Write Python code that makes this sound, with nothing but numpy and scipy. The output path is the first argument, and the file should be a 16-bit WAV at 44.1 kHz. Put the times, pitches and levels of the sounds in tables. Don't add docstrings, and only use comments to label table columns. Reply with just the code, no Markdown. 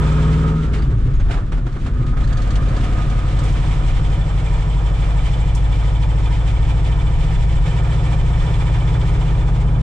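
import sys
import numpy as np
from scipy import signal
from scipy.fft import rfft, irfft
from scipy.io import wavfile
from scipy.ndimage import uniform_filter1d, minimum_filter1d

SR = 44100
rng = np.random.default_rng(int(sys.argv[2]) if len(sys.argv) > 2 else 0)


def transcribe(u):
    v = np.clip(np.atleast_2d(u).T, -1, 1)
    q = np.round(v * 32767).astype(np.int16)
    wavfile.write(sys.argv[1], SR, q)


N = 433062
T = np.arange(N) / SR
HZ = np.maximum(np.arange(N // 2 + 1) * SR / N, 1)

# time in seconds, engine cycles in Hz, throttle 0-1.
ENGINE = [(0, 19.0, 1), (.5, 20.0, 1), (.6, 19.7, .5), (.75, 18.7, .1), (.9, 16.6, .05), (1.03, 9.9, 0),
          (1.2, 11.0, 0), (1.45, 9.1, 0), (1.65, 10.5, 0), (1.9, 11.2, 0), (2.2, 11.5, .5), (2.4, 10.8, .6),
          (2.6, 10.9, .7), (3.7, 11.8, .88), (4.5, 12.3, 1), (8.5, 14.68, 1), (9.0, 14.95, 1),
          (9.82, 14.97, .8)]
# time in seconds, then boom, upper orders with rasp, roar and hiss, each in dB.
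LEVELS = [(0, -7.5, -22, -21.5, -31), (.35, -7, -21, -24.5, -32.5), (.58, -16.5, -27.5, -34.5, -42.5),
          (.84, -15.5, -32, -33, -42.5), (1.2, -13.5, -30, -37, -45), (1.47, -14.5, -33, -41, -49),
          (1.62, -16.5, -34, -42.5, -47.5), (1.85, -12, -28.5, -37, -42), (1.93, -19, -32, -38.5, -47.5),
          (2.02, -12, -29, -37, -45.5), (2.4, -14, -33, -33, -41), (2.85, -16, -29, -31.5, -37),
          (3.2, -16, -35, -34.5, -40), (3.6, -13.5, -34.5, -34.5, -37), (4.05, -13, -34, -34, -38),
          (4.35, -15, -37.5, -35.5, -40.5), (6, -13, -35.5, -36, -40), (7.5, -12, -33, -33, -37.5),
          (9.25, -11, -30.5, -32.5, -37), (9.82, -9, -30, -31, -39.5)]
# multiple of the cycle rate, relative level in dB at low revs, the same at high revs.
ORDERS = [(1, -16, -16), (2, -6, -9), (3, 1, -1), (4, 1.5, -3), (5, -4, -9), (6, -18, -16), (7, -7, -7),
          (8, -2, -1.5), (9, -14, -11), (10, -5, -10), (11, -7, -9), (12, -12, -15), (13, -7, -10),
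          (14, -20, -11), (15, -11, -18), (16, -17, -27), (17, -22, -28), (18, -16, -11), (19, -20, -22),
          (20, -19, -25), (21, -14, -23), (22, -13, -6), (23, -24, -23), (24, -18, -27)]
STRONG_ORDERS = [27, 28, 30, 33, 34, 37, 38, 39, 45, 47, 48, 49, 50, 54, 55, 57, 59, 60, 62, 64, 66, 67]
# frequency in Hz, gain in dB.
CAB_GAIN = [(15, -20), (20, -12), (24.5, -4), (30, -15), (35, -10), (39, -6), (44, -2), (51, 1.5), (58, -2),
            (63, -7), (70, -5), (78, -9), (90, -5), (100, -6), (120, -2), (135, -5), (152, -2), (161, -3),
            (169, -9.5), (185, -19), (215, -13), (228, -19), (260, -15), (295, -12), (315, -8), (350, -18),
            (405, -12), (430, -16), (462, -10), (500, -14), (560, -14), (625, -20), (715, -9), (780, -16),
            (850, -11), (950, -14), (1300, -26)]
# frequency in Hz, relative density in dB.
ROAR_SPECTRUM = [(210, -10), (350, -10), (554, -7), (618, -12), (694, -11.5), (945, -9.5), (1140, -9.5),
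                 (1240, -8.5), (1800, -16), (2340, -46.5), (3960, -120)]
HISS_SPECTRUM = [(880, -37.5), (1500, -16.5), (1850, -3.5), (2100, -1), (2700, -4.5), (3500, -5.5),
                 (4400, -12), (6300, -15.5), (7600, -15.5), (8500, -18.5), (9600, -23), (10300, -30),
                 (10900, -43.5), (14000, -76.5), (22000, -120)]
ROAD_SPECTRUM = [(14, -20), (22, -3), (36, 0), (60, -9), (100, -14), (160, -18), (190, -32), (300, -50),
                 (1500, -110)]
# start in seconds, crack in dB, thud in dB, T60 in seconds.
POPS = [(0.518, -55.5, -27, 0.12), (0.731, -32.5, -32.5, 0.26), (0.7804, -41, -35, 0.033),
        (0.819, -38, -39, 0.11), (0.92, -59, -33, 0.12), (1.1317, -36, -32, 0.29),
        (1.193, -38.5, -31.5, 0.38), (1.283, -46.5, -33.5, 0.17), (1.295, -42.5, -33, 0.4),
        (1.307, -31, -43, 0.14), (1.338, -44, -34, 0.21), (1.367, -50, -33, 0.26),
        (1.5173, -34, -26.5, 0.18), (1.573, -44, -34.5, .12), (1.6645, -35.5, -25.5, 0.08),
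        (1.76, -42, -27.5, 0.064), (1.86, -33.5, -28.5, 0.12), (2.167, -36, -27.5, 0.13),
        (2.203, -38.5, -33.5, 0.19), (2.9756, -68, -27, 0.13)]
# frequency in Hz, width in Hz, relative strength in dB.
PANEL_MODES = [(416, 14, -20), (650, 300, 4), (970, 110, -18.5), (1248, 8.6, 9.5), (1760, 11, 0),
               (2300, 60, -18), (3080, 44, -18.5), (3300, 59, -17), (5820, 600, -38.5), (7600, 600, -32.5)]
# start and end in seconds, pitch in Hz, level in dB.
SING_SPELLS = [(-.3, .95, 430, -40), (-.3, 0.647, 1260, -33), (-.3, .8, 1357, -42), (-.3, .6, 920, -44.5),
               (-.3, .6, 1640, -47), (1.9, 3.595, 1246, -44)]
# frequency in Hz, width in Hz, relative level in dB, place in the cycle 0-1,
# offset in dB until the late pull.
TRIM_MODES = [(712, 83, -11, 0.8, -3.5), (964, 60, 3, 0.15, -1), (2273, 75, -3.5, 0.43, -3),
              (2395, 63, -5, 0.47, 0.5), (3042, 63, -8, .42, -1.5), (3100, 56, -10, 0.3, 2.5),
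              (3414, 89, -11.5, .34, -0.5), (3487, 65, -6.5, 0.38, -1), (1789, 31, -3, 0, -3),
              (1926, 34, -12.5, .05, -3), (5380, 340, -14, 0, 0), (7650, 980, -10, 0.2, 0)]
# start in seconds, knock level in dB, ping in Hz, ping level in dB.
KNOCKS = [(0.786, -43, 4530, -43), (.822, -48, 4700, -42), (1.149, -46, 6700, -41),
          (1.197, -51.5, 6400, -41), (1.521, -45, 5700, -46), (1.724, -43, 4480, -57),
          (2.062, -36, 4520, -55), (2.2394, -35.5, 4100, -39), (2.272, -34, 4500, -45),
          (2.326, -30, 4590, -41), (2.369, -31, 4550, -38), (2.417, -31, 4450, -42),
          (2.469, -45, 4440, -51), (2.504, -29, 4450, -45), (2.554, -26.5, 6700, -48),
          (2.684, -35.5, 4400, -46), (2.762, -30.5, 4540, -44), (2.807, -34.5, 5000, -48),
          (2.84, -36, 4570, -52), (2.923, -39, 4500, -56), (3.011, -46, 5500, -50), (3.097, -34, 5900, -47),
          (3.262, -45, 4500, -46), (3.388, -28, 7800, -44), (3.48, -38.5, 6200, -47),
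          (3.597, -33.5, 5000, -48)]
# frequency in Hz, width in Hz, relative level in dB.
LATCH_MODES = [(1740, 200, 13.5), (3460, 1400, 0), (4480, 430, -5), (6470, 690, -9)]
# start in seconds, level in dB.
TICKS = [(3.437, -42), (3.5241, -41.5), (5.549, -34), (9.4799, -46)]
# frequency in Hz, incoherent share 0-1,
# left minus right level in dB, left phase lead in radians.
STEREO_FIELD = [(30, 0, .8, .42), (60, 0, .5, .33), (125, .01, 0.15, 0.11), (252, 0.02, 1.5, 0.08),
                (480, .08, -2.5, 0.6), (1000, .6, -4, 1.15), (2000, 0.25, -2.5, 1.1), (4060, 0.6, -3, .5),
                (8500, .9, -3.3, 0.34)]

FIRING_PLACE, FLIP_ORDER, LOCKED_ORDERS = .13, 9, 13
TOP_ORDER, SHELF_DB, HIGH_REVS_HZ = 76, -28.5, (15.5, 18.5)
SPEED_BUILDS_S, LATE_PULL_S = (1.7, 4.76), 6.5
LIMIT_DB, LIMIT_SLOPE = -7.3, .85


def exhaust(cycle_hz, turns, throttle, boom_db, bark_db):
    lurch_db = (.6 + 1.8 * (1 - throttle)) * walk(7)
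    low, high = engine_orders(cycle_hz, turns, throttle)
    firing = (8 * turns).astype(int)
    kicks = np.diff(firing, prepend=0) * rng.standard_normal(firing[-1] + 1)[firing]
    burble = colour(kicks, undb(at_hz(CAB_GAIN, HZ)) * (HZ < 185) / (1 + (HZ / 120) ** 2))
    uneven = undb(-20.5 + 17.6 * (1 - throttle))
    boom = (low + uneven * burble) / np.sqrt(1 + uneven ** 2)
    rasp = colour(rng.standard_normal(N) + 5.4 * kicks, (HZ > 186) / (1 + (HZ / 330) ** 6))
    steady = .3 + .66 * throttle
    bark = steady * high + np.sqrt(1 - steady ** 2) * rasp
    return undb(lurch_db) * (undb(boom_db) * boom + undb(bark_db) * bark)


def engine_orders(cycle_hz, turns, throttle):
    step = 10
    cycle_hz, turns, slack = cycle_hz[::step], turns[::step], 1 - throttle[::step]
    revs = np.interp(cycle_hz, HIGH_REVS_HZ, [0, 1])
    low, high = 0, 0
    for k, low_revs_db, high_revs_db in ORDERS + upper_orders():
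        db = low_revs_db + revs * (high_revs_db - low_revs_db) + at_hz(CAB_GAIN, k * cycle_hz)
        db += slack * (-5 * (k > 4) - 8 * (k > 24) + (3 + 3 * (k > 4)) * walk(10)[::step])
        db += (.7 + 2 * (k > 13)) * walk(3 - 2 * (k > 13))[::step]
        if k > len(ORDERS):
            db += np.interp(T[::step], SPEED_BUILDS_S, [-14, 0])
        phase = .5 * (k > FLIP_ORDER) + (.1 if k <= LOCKED_ORDERS else 1) * rng.standard_normal()
        order = undb(db) * np.cos(2 * np.pi * (k * (turns - FIRING_PLACE) + phase))
        high_share = np.clip((k * cycle_hz - 170) / 25, 0, 1)
        low, high = low + (1 - high_share) * order, high + high_share * order
    bands = (x / np.sqrt(uniform_filter1d(x ** 2, SR // step // 3)) for x in (low, high))
    return (signal.resample_poly(x, step, 1, window=("kaiser", 12), padtype="line")[:N] for x in bands)


def upper_orders():
    k = np.arange(len(ORDERS) + 1, TOP_ORDER + 1)
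    db = SHELF_DB + 6 * np.exp(-(k - k[0]) / 10) + 9 * np.isin(k, STRONG_ORDERS)
    db += rng.standard_normal(len(k))
    return list(zip(k, db, db))


def roar(turns, level_db):
    noise = colour(stereo_noise(), undb(at_hz(ROAR_SPECTRUM, HZ)) * panel_gain())
    middle = irfft(rfft(noise) * resonance(840, 550), N)
    noise -= np.interp(T, [3.0, 3.6], [.5, 0]) * middle
    gain = undb(level_db + .8 * walk(30) + .5 * walk(3))
    return noise * gain * cycle_pulse(turns + .5, depth=.6, decay_cycles=.2, scatter_db=2)


def gas_hiss(turns, throttle, level_db):
    noise = colour(stereo_noise(), undb(at_hz(HISS_SPECTRUM, HZ)) * panel_gain())
    gain = undb(level_db - 2.96 * (1.5 - throttle) + 1.65 * walk(40))
    return noise * gain * cycle_pulse(turns + .62, depth=.99, decay_cycles=.053, scatter_db=1)


def pipe_pops():
    start_s, crack_db, thud_db, t60_s = np.transpose(POPS)
    crack = colour(stereo_noise(), undb(at_hz(HISS_SPECTRUM, HZ) - 1.1 * np.log2(HZ / 4000)))
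    thud_gain = undb(at_hz(ROAR_SPECTRUM, HZ) + 3.2 * np.log2(HZ / 1000))
    thud = colour(stereo_noise(), thud_gain * (1 + 1.8 * resonance(690, 120)))
    body = colour(rng.standard_normal(N), resonance(258, 330))
    crack_env = bursts(start_s, crack_db, t60_s, rise_s=.005)
    thud_env = bursts(start_s, thud_db, t60_s, rise_s=.005)
    return crack * crack_env + (thud + body) * thud_env, thud_env


def panel_gain():
    return 1 + sum(undb(db - 7) / np.abs(1 + 2j * (HZ - hz) / width) for hz, width, db in PANEL_MODES)


def trim_chatter(turns, throttle, level_db):
    noise = rfft(stereo_noise())
    pieces = 0
    for hz, width, db, place, early_db in TRIM_MODES:
        ring = unit(irfft(noise * resonance(hz, width), N))
        shake = cycle_pulse(turns - place + 1, depth=4, decay_cycles=.25, scatter_db=2)
        pieces += undb(db + early_db * (T <= LATE_PULL_S)) * ring * shake
    speed_db = np.interp(T, SPEED_BUILDS_S, [-5.5, -.5])
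    return undb(level_db + speed_db - 20 * (1 - throttle)) * unit(pieces)


def singing_panel(pop_env, pop_hz=1234, tonal=.55, fade_s=.15):
    def ring(hz):
        return colour(stereo_noise(), resonance(hz, 64 * hz / pop_hz))

    spells = 0
    for start, end, hz, db in SING_SPELLS:
        fade = np.clip(np.minimum(T - start, end - T) / fade_s, 0, 1)
        tone = np.sqrt(2) * np.sin(2 * np.pi * np.cumsum(hz * (1 + .006 * walk(25))) / SR)
        spells += undb(db) * fade * (tonal * tone + np.sqrt(1 - tonal ** 2) * ring(hz))
    return spells * undb(2 * walk(30)) + undb(-18) * pop_env * ring(pop_hz)


def latch_knocks(ring_hz=1700):
    modes = sum(undb(db) * resonance(hz, width) for hz, width, db in LATCH_MODES)
    noise = colour(stereo_noise(), .49 * (HZ > 1500) * (HZ < 9000) + modes)
    knocks = noise * bursts(*np.transpose(KNOCKS)[:2], t60_s=.072, rise_s=.004)
    age = T[:SR // 10]
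    for start, knock_db, hz, ping_db in KNOCKS:
        pair = np.sin(2 * np.pi * hz * age) + .6 * np.sin(2 * np.pi * 1.03 * hz * age)
        ping = undb(ping_db) * pair + undb(knock_db - 6) * np.sin(2 * np.pi * ring_hz * age)
        knocks[:, int(start * SR):][:, :len(age)] += ping * ring_down(age, t60_s=.07, rise_s=.0015)
    return knocks


def cab_ticks():
    noise = colour(stereo_noise(), resonance(7000, 5500) / (1 + (HZ / 11500) ** 6))
    return noise * bursts(*np.transpose(TICKS), t60_s=.12, rise_s=.00053)


def road_rumble():
    return undb(-23 + 10.74 * walk(2.84)) * colour(stereo_noise(), undb(at_hz(ROAD_SPECTRUM, HZ)))


def axle_thrum():
    return undb(-34 + 1.5 * walk(4.1)) * colour(rng.standard_normal(N), resonance(24.9, 1.4))


def cycle_pulse(turns, depth, decay_cycles, scatter_db):
    size = undb(scatter_db * rng.standard_normal(int(turns[-1]) + 1))[turns.astype(int)]
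    return unit(1 + depth * uniform_filter1d(size * np.exp(-(turns % 1) / decay_cycles), SR // 80))


def ring_down(age, t60_s, rise_s):
    return (1 - np.exp(-age / rise_s)) * np.exp(-np.log(1000) * age / t60_s)


def bursts(start_s, db, t60_s, rise_s):
    env = np.zeros(N)
    for start, gain, t60 in np.broadcast(start_s, undb(db), t60_s):
        first = int(start * SR) + 1
        env[first:][:SR] += gain * ring_down(T[first:][:SR] - start, t60, rise_s)
    return env


def stereo_noise():
    share = at_hz(STEREO_FIELD, HZ)
    mid, side = rfft(rng.standard_normal((2, N)))
    return irfft(np.sqrt(1 - share / 2) * mid + np.sqrt(share / 2) * side * np.array([[1], [-1]]), N)


def stereo_image(mix):
    half, pad = np.array([[.5], [-.5]]), SR // 10
    mix = np.pad(mix, ((0, 0), (pad, pad)), mode="reflect", reflect_type="odd")
    hz = np.maximum(np.arange(mix.shape[1] // 2 + 1) * SR / mix.shape[1], 1)
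    gain = undb(at_hz(STEREO_FIELD, hz, column=2) * half)
    lead = at_hz(STEREO_FIELD, hz, column=3) * half
    return irfft(rfft(mix) * gain * np.exp(1j * lead), mix.shape[1])[:, pad:-pad]


def walk(rate_hz):
    hold = int(SR / 50 / rate_hz)
    held = np.repeat(rng.standard_normal(N // 50 // hold + 2), hold)
    smooth = uniform_filter1d(uniform_filter1d(held, hold), hold)
    return 1.3 * np.interp(T, np.arange(len(held)) * 50 / SR, smooth)


def resonance(hz, width):
    return 1 / np.abs(1 + 2j * (HZ - hz) / width) ** 2


def colour(x, gain):
    return unit(irfft(rfft(x) * gain, N))


def at_hz(table, hz, column=1):
    rows = np.array(table)
    return np.interp(np.log(hz), np.log(rows[:, 0]), rows[:, column])


def over_time(table):
    times, *columns = np.transpose(table)
    return (np.interp(T, times, column) for column in columns)


def undb(db):
    return 10 ** (np.asarray(db) / 20)


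def unit(x):
    return x / np.sqrt(np.mean(x ** 2))


def scene():
    cycle_hz, throttle = over_time(ENGINE)
    cycle_hz = uniform_filter1d(cycle_hz, SR // 20, mode="nearest")
    turns = np.cumsum(cycle_hz) / SR
    boom_db, bark_db, roar_db, hiss_db = over_time(LEVELS)
    mix = exhaust(cycle_hz, turns, throttle, boom_db, bark_db) + road_rumble()
    mix += roar(turns, roar_db) + gas_hiss(turns, throttle, hiss_db)
    mix += trim_chatter(turns, throttle, hiss_db) + axle_thrum()
    pops, pop_env = pipe_pops()
    mix += pops + latch_knocks() + cab_ticks() + singing_panel(pop_env)
    return stereo_image(mix)


def record(dry):
    crest = -minimum_filter1d(-np.abs(dry).max(axis=0), SR // 40)
    gain = uniform_filter1d(np.minimum(1, undb(LIMIT_DB) / (crest + 1e-9)) ** LIMIT_SLOPE, SR // 40)
    fade = np.clip((T[-1] - T) / .006, 0, 1)
    return signal.sosfilt(signal.ellip(10, .2, 70, 15100, fs=SR, output="sos"), dry * gain * fade)


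dry = scene()
out = record(dry)
transcribe(out)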